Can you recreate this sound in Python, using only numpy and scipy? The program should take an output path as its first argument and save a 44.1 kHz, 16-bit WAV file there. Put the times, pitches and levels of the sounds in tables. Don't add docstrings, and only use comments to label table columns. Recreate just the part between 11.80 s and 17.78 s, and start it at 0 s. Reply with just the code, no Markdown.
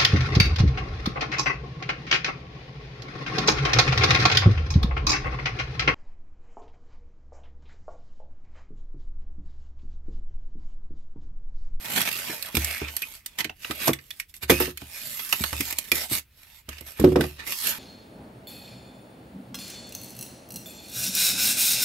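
import sys
import numpy as np
from scipy import signal
from scipy.fft import rfft, irfft
from scipy.io import wavfile
from scipy.ndimage import map_coordinates

SR = 44100
rng = np.random.default_rng(int(sys.argv[2]) if len(sys.argv) > 2 else 0)


def transcribe(signal):
    frames = np.atleast_2d(signal).T
    limited = np.clip(frames, -1, 1)
    pcm = np.round(limited * 32767).astype(np.int16)
    wavfile.write(sys.argv[1], SR, pcm)


N = 263935
TIME_S = np.arange(N) / SR


def from_db(db):
    return 10 ** (np.asarray(db) / 20)


def rms_one(x):
    return x / np.sqrt(np.mean(x ** 2) + 1e-20)


def low_pass(x, hz, order=2):
    return signal.sosfilt(signal.butter(order, np.clip(hz, 10, .45 * SR), fs=SR, output="sos"), x)


def high_pass_sos(hz, order=2):
    return signal.butter(order, hz, "high", fs=SR, output="sos")


def drift(rate_hz):
    return rms_one(low_pass(rng.standard_normal(N + SR), rate_hz)[SR:])


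def colour(x, spectrum, size=2048):
    hz, db = np.transpose(spectrum)
    points = np.log2(hz)
    octave = np.log2(np.maximum(np.arange(size // 2 + 1) * SR / size, 10))
    outside = np.abs(octave - np.clip(octave, points[0], points[-1]))
    gain_db = np.interp(octave, points, db) - 20 * outside
    cepstrum = irfft(np.log(from_db(gain_db)))
    cepstrum[1:size // 2] *= 2
    cepstrum[size // 2 + 1:] = 0
    response = irfft(np.exp(rfft(cepstrum)))
    return signal.oaconvolve(x, response[None] / np.linalg.norm(response), axes=1)[:, :N]


def stereo_noise(alike, size):
    alike = np.clip(alike, 0, 1)
    shared = np.sqrt(alike) * rng.standard_normal(size)
    return shared + np.sqrt(1 - alike) * rng.standard_normal((2, size))


def panned(balance_db):
    gains = from_db(np.array([[.5], [-.5]]) * balance_db)
    return gains / np.sqrt(np.mean(gains ** 2, axis=0))


def add(track, s, sound):
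    start = max(round(s * SR), 0)
    track[..., start:start + sound.shape[-1]] += sound[..., :N - start]


# (frequency [Hz], relative density [dB per Hz])
ROOM_TONE = [(25, 16.5), (45, 5), (100, -4.5), (250, -19), (800, -33.5), (2500, -23), (7000, -38),
             (12000, -31), (16000, -27.5)]
ROOM_TONE_DB = -51.5


def room_tone():
    return from_db(ROOM_TONE_DB) * colour(stereo_noise(0.69, N), ROOM_TONE)


def room(x, t60_s, wet_db, gap_s=0.0087, wall_hz=9000, bass_hz=260, size=22050):
    t, noise = TIME_S[:size], rng.standard_normal((2, size))
    side = signal.sosfilt(high_pass_sos(bass_hz), (noise[0] - noise[1]) / 2)
    stereo = noise.mean(axis=0) + side * [[1], [-1]]
    tail = stereo * from_db(-60 * t / t60_s) * (t > gap_s)
    tail = low_pass(tail / np.linalg.norm(tail, axis=1, keepdims=True), wall_hz, order=1)
    return x + from_db(wet_db) * signal.oaconvolve(x, tail, axes=1)[:, :N]


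# (left delay [s], right delay [s], level [dB])
MIRRORS = [(.0013, 0.0011, -17.5), (.0031, 0.0033, -12.5), (.0052, 0.0045, -13.5)]


def mirrored(x):
    out = x.copy()
    for *delays_s, db in MIRRORS:
        for ear, delay_s in enumerate(delays_s):
            add(out[ear], delay_s, from_db(db) * x[ear])
    return out


# (time [s], level [dB])
KNIFE_HITS = [(2.083, -32), (2.134, -58), (2.7, -22), (2.801, -18.5)]
# (frequency [Hz], relative level [dB])
BLADE_MODES = [(9540, -4), (10290, -17), (11890, -5.5), (12080, -3.5), (12630, -7), (13750, -16),
               (14200, -9.5)]
BLADE_T60_S = .2


def knife(balance_db=-4, size=13000):
    t, out = TIME_S[:size], np.zeros((2, N))
    for s, level_db in KNIFE_HITS:
        for hz, mode_db in BLADE_MODES:
            phase = rng.uniform(0, 2 * np.pi, (2, 1))
            envelope = from_db(level_db + mode_db - 60 * t / BLADE_T60_S)
            add(out, s, envelope * np.sin(2 * np.pi * hz * t + phase))
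    return out * panned(balance_db)


# (time [s], length [s], start [Hz], end [Hz], level [dB], rms pitch waver [share])
SHORT_TONES = [(0.485, 0.058, 2210, 1438, -38.5, 0.12), (0.657, 0.067, 1494, 858, -47, 0.2),
               (0.771, 0.26, 2442, 2190, -36, 0.1), (1.026, 0.058, 1710, 1225, -51, 0.15),
               (1.22, 0.027, 2437, 2605, -27.5, 0.045), (1.647, 0.0066, 2250, 2200, -32, 0.023),
               (1.694, 0.0053, 2770, 2700, -30.5, 0.018), (1.845, .005, 2700, 2730, -27, .02),
               (2.056, 0.015, 11600, 11570, -26, .01), (2.131, 0.0067, 3510, 3390, -23.5, .02),
               (2.309, 0.0083, 3220, 3500, -30, .02), (2.398, 0.0064, 2480, 2110, -26, 0.016),
               (2.695, 0.1, 2460, 2547, -30, 0.01), (3.603, 0.0339, 2390, 2250, -39, .02),
               (5.405, 0.014, 1600, 1460, -27, 0.041)]


def short_tones(waver_hz=400, rough_db=3.5, balance_db=-5):
    out = np.zeros(N)
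    bend, rough = drift(waver_hz), from_db(rough_db * drift(waver_hz))
    for s, length_s, start_hz, end_hz, db, waver in SHORT_TONES:
        span = slice(round(s * SR), round((s + length_s) * SR))
        glide_hz = np.linspace(start_hz, end_hz, len(bend[span]))
        hz = glide_hz * (1 + waver * bend[span])
        tone = np.sin(2 * np.pi * np.cumsum(hz) / SR) * rough[span]
        add(out, s, from_db(db) * tone * signal.windows.tukey(len(tone), .5))
    return out * panned(balance_db)


def resonant_noise(depth_db, width_hz, hold_s, alike, size=256):
    hz, s, frames = signal.stft(stereo_noise(alike, N), SR, nperseg=2 * size)
    where = np.meshgrid(hz / width_hz, s / hold_s, indexing="ij")
    peaks = map_coordinates(rng.standard_normal((size, size)), where, order=1, mode="mirror")
    shaped = frames * from_db(depth_db * np.clip(peaks, -2, 2))
    return rms_one(signal.istft(shaped, SR)[1][:, :N])


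def slip_power(per_s, size_db, t60_s):
    sizes = from_db(size_db * np.minimum(rng.exponential(1, N), 3))
    slips = (rng.random(N) < per_s / SR) * sizes
    decay = from_db(-60 / (t60_s * SR)) ** 2
    power = signal.lfilter([1], [1, -decay], slips ** 2 + 1e-12)
    return power / power.mean()


# (time [s], length [s], level [dB], swell over stroke [dB],
# bead fizz re rasp [dB])
STROKES = [(0, 0.14, -36.5, 14, 0), (0.164, 0.031, -25.5, -1.5, 0.5), (0.201, .04, -28, -6, -1.5),
           (0.257, .028, -26, 0, -3.5), (0.308, 0.24, -34, 0.5, 0), (0.58, 0.11, -42, -0.5, 0.5),
           (0.779, 0.2, -34.5, -2, 2), (1.005, 0.094, -36, -4.5, -10), (1.123, 0.25, -47, -3, 3.5),
           (1.464, 0.11, -55, -1, -4), (1.595, 0.016, -29, -3, -3), (1.841, 0.14, -41, 0, 0.5),
           (2.008, 0.082, -27.5, 6.5, -2.5), (2.216, 0.18, -60.5, 5.5, 7), (2.497, 0.015, -66.5, -8, 17),
           (2.552, 0.021, -60, 3, 14.5), (2.632, 0.01, -28.5, -7.5, -2), (2.706, 0.015, -20.5, -5, 1),
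           (2.729, 0.056, -32.5, -9, 1.5), (2.811, 0.098, -35, -18, -1.5), (3.013, 0.15, -51, -9, -1),
           (3.157, 0.34, -42.5, 0.5, 7.5), (3.53, 0.16, -38.5, -2.5, 6.5), (3.71, 0.2, -39.5, 4, 5),
           (3.967, .13, -45, 0, 2.5), (4.158, .1, -33, -6.5, 4.5), (4.323, 0.063, -31.5, -7.5, 7),
           (4.593, 0.2, -54, 1.5, 1.5), (4.919, 0.11, -46.5, -7, -6), (5.074, 0.08, -47, -12.5, 1.5),
           (5.203, .13, -41, -9, -4.5), (5.421, 0.15, -45, -19.5, -1.5), (5.597, 0.047, -38.5, -7.5, -15.5),
           (5.672, 0.057, -33.5, 3.5, 3), (5.743, .08, -42.5, 0.5, 12), (5.842, 0.068, -29, -0.5, 6),
           (5.92, 0.084, -35, -9.5, -3)]
STROKE_RISE_S, STROKE_RISE_SHARE = .004, 0.17
STROKE_STOP_S, STROKE_STOP_SHARE = 0.0062, 0.066


def stroke_power():
    rasp, fizz = np.zeros((2, N))
    for s, length_s, level_db, swell_db, fizz_db in STROKES:
        early = np.maximum(s - TIME_S, 0) / (STROKE_RISE_S + STROKE_RISE_SHARE * length_s)
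        late = np.maximum(TIME_S - s - length_s, 0) / (STROKE_STOP_S + STROKE_STOP_SHARE * length_s)
        edges = np.exp(-np.minimum(early + late, 20))
        progress = np.clip((TIME_S - s) / length_s, 0, 1)
        power = (from_db(level_db + swell_db * (progress - .5)) * edges) ** 2
        rasp += power
        fizz += power * from_db(fizz_db) ** 2
    return rasp, fizz


# (frequency [Hz], relative density [dB per Hz])
BODY = [(120, 3), (300, -3), (520, -2.5), (750, -4), (1000, -5), (1300, -1.5), (1900, -18)]
RING = [(800, -29.5), (1300, -8.5), (1800, -1), (2300, 3.5), (2900, -1.5), (4300, -7), (6000, -11)]
FIZZ = [(3200, -2.5), (4700, -1), (6500, -3.5), (8300, -1), (10400, -4), (11700, 6.5), (12800, -0.5),
        (14200, -1), (15500, -9)]


def rubbing(judder_db=0.66, judder_hz=40, body_db=-10.0, ring_db=-3, fizz_db=-2, balance_db=-4.5):
    power, fizz_power = stroke_power()
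    ticks = .45 * slip_power(per_s=130, size_db=2.5, t60_s=.009)
    judder = from_db(judder_db * drift(judder_hz))
    grain = rms_one(np.sqrt(1 + ticks) * judder) * panned(balance_db)
    foam = resonant_noise(depth_db=5.5, width_hz=190, hold_s=.06, alike=0.18)
    registers = [(BODY, body_db, power), (RING, ring_db, power), (FIZZ, fizz_db, fizz_power)]
    out = np.zeros((2, N))
    for k, (spectrum, db, drive) in enumerate(registers):
        noise = np.roll(foam, k * SR, axis=1)
        out += colour(grain * np.sqrt(drive) * from_db(db) * noise, spectrum)
    return out


# (time [s], level [dB], body re level [dB], bead fizz re level [dB])
SNAPS = [(.057, -36.5, -20, -4), (0.101, -36.5, -2, 4), (0.161, -28, -12, 5), (.178, -23, -13.5, -1),
         (0.2153, -26, -19, 4), (.327, -38, -14, 12), (0.625, -36.5, -28, 13), (.659, -42.5, -20, 10),
         (0.7516, -23, -7.5, 2.5), (.769, -22, -3.5, 0), (.846, -31, -25, 10.5), (1.083, -32, -18, -15),
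         (1.166, -30, -14, 9), (1.22, -31.5, -16, 4), (1.461, -33.5, -13.5, 9), (1.587, -25, -12, 0.5),
         (1.605, -23.5, -17, -5.5), (1.6446, -25.5, -20, -7), (1.696, -41, 2, -9), (1.848, -35, -2, -10),
         (1.9093, -24.5, -5, -2.5), (2.074, -34, 12, 14), (2.0795, -29.5, 13.5, 14.5),
         (2.1329, -28.5, -23, 3), (2.188, -45, -22, -17), (2.306, -34, -41, 1), (2.399, -28, -46, 2.5),
         (2.5409, -42, -30, 1), (2.698, -19, -2, 2), (2.702, -20, -5, 2), (2.801, -37.5, 13, 0),
         (2.9736, -35, -32, 3), (3.017, -44.5, 3, 3), (3.394, -30.5, -9.5, -16), (3.5263, -16.5, -5.5, -2),
         (3.638, -24, -4.5, 2.5), (3.729, -29.5, 0, -1), (3.807, -23, -15, 3.5), (3.9076, -33.5, -16, 5),
         (3.9257, -28.5, -8.5, 2), (3.9858, -31, -3, 14.5), (4.1174, -15.5, -19, 2),
         (4.8898, -34, -5.5, -2), (4.982, -39, -17, -12), (5.0094, -48.5, 1, 9.5), (5.198, -34.5, -11, 8),
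         (5.243, -25.5, -6, -9), (5.3591, -27.5, -2, -11), (5.4089, -24.5, -9, -3), (5.44, -39.5, 9.5, -12)]
SNAP_T60_S, SNAP_RISE_S = 0.032, 0.00059
SNAP_HALVING_DB = 32


def snaps(body_linger=1.26, body_db=1.3, ring_db=2.5, fizz_db=1.5, balance_db=-6, size=4096):
    t, envelopes = TIME_S[:size], np.zeros((3, N))
    rise = 1 - np.exp(-t / SNAP_RISE_S)
    for s, level_db, body, fizz in SNAPS:
        t60_s = SNAP_T60_S * 2 ** (-fizz / SNAP_HALVING_DB)
        levels_db = (body + body_db, ring_db, fizz + fizz_db)
        decays_s = (t60_s * body_linger, t60_s, t60_s)
        for track, db, decay_s in zip(envelopes, levels_db, decays_s):
            add(track, s - SNAP_RISE_S, rise * from_db(level_db + db - 60 * t / decay_s))
    foam = resonant_noise(depth_db=6.5, width_hz=180, hold_s=.12, alike=.15)
    foam = np.sqrt(2) * foam * panned(balance_db)
    out = np.zeros((2, N))
    for k, spectrum in enumerate((BODY, RING, FIZZ)):
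        out += colour(envelopes[k] * np.roll(foam, k * SR, axis=1), spectrum)
    return out


# (time [s], box level [dB], table boom level [dB], contact low-pass [Hz], hand grip [0-1])
KNOCKS = [(.496, -30, -56, 900, 0.56), (.746, -22, -57, 450, 0.95), (.769, -21, -22, 600, 0.52),
          (1.016, -23.5, -30.5, 1010, 0.66), (1.606, -39, -55, 1500, 0.52), (1.65, -29, -52, 1000, .6),
          (1.9, -25, -41, 1100, .6), (2.079, -18, -46, 1200, 0.89), (2.0903, -11.5, -42, 1300, .5),
          (2.11, -22, -34.5, 950, 0.97), (2.632, -42.5, -37, 700, 0), (2.697, -7.5, -35, 1500, 0.37),
          (2.7013, -12.5, -40, 1200, 0.29), (2.72, -12.5, -24, 790, 0.34),
          (2.804, -15.5, -35.5, 1500, 0.11), (2.877, -26.5, -37.5, 940, 0.24),
          (3.02, -32, -40.5, 450, 0.79), (3.526, -41, -52, 1200, 0.5), (3.607, -22.5, -31, 450, 1),
          (3.727, -33, -31, 500, 0), (3.803, -21, -38, 450, 0.78), (4.118, -23, -39, 1200, 0.39),
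          (4.314, -21.5, -39.5, 500, 0.9), (4.885, -33, -37, 700, 0.53), (5.012, -40.5, -42, 600, 0.47),
          (5.196, -12.5, -22, 500, 0.56), (5.214, -12.5, -27, 420, 0.73), (5.241, -2.5, -24, 550, 0),
          (5.2615, -19, -43, 550, 0.1), (5.2757, -11, -20.5, 500, 0.42), (5.3203, -14, -36, 420, 0.04),
          (5.3586, -5, -33, 698, 0), (5.395, -8.5, -26, 420, 0.59), (5.409, -13.5, -46, 800, 0.42),
          (5.437, -23, -40, 1000, .2)]
# (frequency [Hz], relative level [dB], t60 [s])
BOX_MODES = [(150.7, -13, 0.39), (188, -9.5, 0.17), (246.8, -8.5, 0.23), (289.3, -3, 0.15),
             (310, -13.5, 0.19), (366, 1, .18), (485, -1, .11), (560, -7, .13), (720, -11.5, .11),
             (860, -28, 0.054), (960, -18, 0.12), (1234, -12.5, 0.18), (1370, -5, 0.041), (1860, -7, 0.13)]
# (frequency [Hz], relative level [dB], t60 [s])
TABLE_MODES = [(73.6, 1, 0.65), (86.4, -15, 0.71), (112.8, -10.5, 0.35)]
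GRIP_PITCH_DROP, GRIP_DAMPING = 0.389, 1.13


def knocks(scatter_db=2.05, ear_turn_hz=600, thud_db=-4.5, thud_t60_s=0.097, balance_db=-2.2, size=13000):
    t, out = TIME_S[:size], np.zeros((2, N))
    hz, mode_db, t60_s = np.transpose(BOX_MODES)[:, :, None]
    sign = (-1) ** np.arange(len(hz))[:, None]
    turn = sign * (hz / ear_turn_hz) ** 2 / 2
    ears = panned(balance_db)
    for s, level_db, boom_db, soft_hz, grip in KNOCKS:
        grip = np.clip(grip, 0, 1)
        pitch = 1 - GRIP_PITCH_DROP * grip ** 2
        ring = 1 / (1 + GRIP_DAMPING * grip)
        age = t[t < ring * t[-1]]
        fall_db = -60 * age / ring

        scattered_db = mode_db + scatter_db * rng.standard_normal(hz.shape)
        strength = sign * from_db(scattered_db + fall_db / t60_s)
        phase = 2 * np.pi * hz * pitch * age
        box = np.array([np.sum(strength * np.sin(phase + side * turn), axis=0) for side in (1, -1)])

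        thud = from_db(thud_db + fall_db / thud_t60_s) * stereo_noise(0.89, len(age))
        boom = np.zeros(len(age))
        for table_hz, db, decay_s in TABLE_MODES:
            boom += from_db(boom_db + db + fall_db / decay_s) * np.sin(2 * np.pi * table_hz * age)

        bump = from_db(level_db) * (box / 2 + 2 * thud) * ears + boom
        add(out, s - .5 / soft_hz, -low_pass(bump, soft_hz))
    return out


def scene():
    foam = from_db(0.11) * mirrored(rubbing() + snaps())
    handling = room(foam + short_tones() + knife(), t60_s=0.11, wet_db=-11.5)
    bumps = room(knocks(), t60_s=0.23, wet_db=-15.5)
    return handling + bumps + room_tone()


def close_pair(x, apart_hz=170):
    side = signal.sosfiltfilt(high_pass_sos(apart_hz), (x[0] - x[1]) / 2)
    return x.mean(axis=0) + side * [[1], [-1]]


def record(dry, bass_cut_hz=52, top_cut_hz=15600, limit=1.1):
    thinned = signal.sosfilt(high_pass_sos(bass_cut_hz, order=3), close_pair(dry))
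    rounded = limit * np.tanh(thinned / limit)
    top_cut = signal.ellip(10, .1, 90, top_cut_hz, fs=SR, output="sos")
    return signal.sosfilt(top_cut, rounded)


dry = scene()
out = record(dry)
transcribe(out)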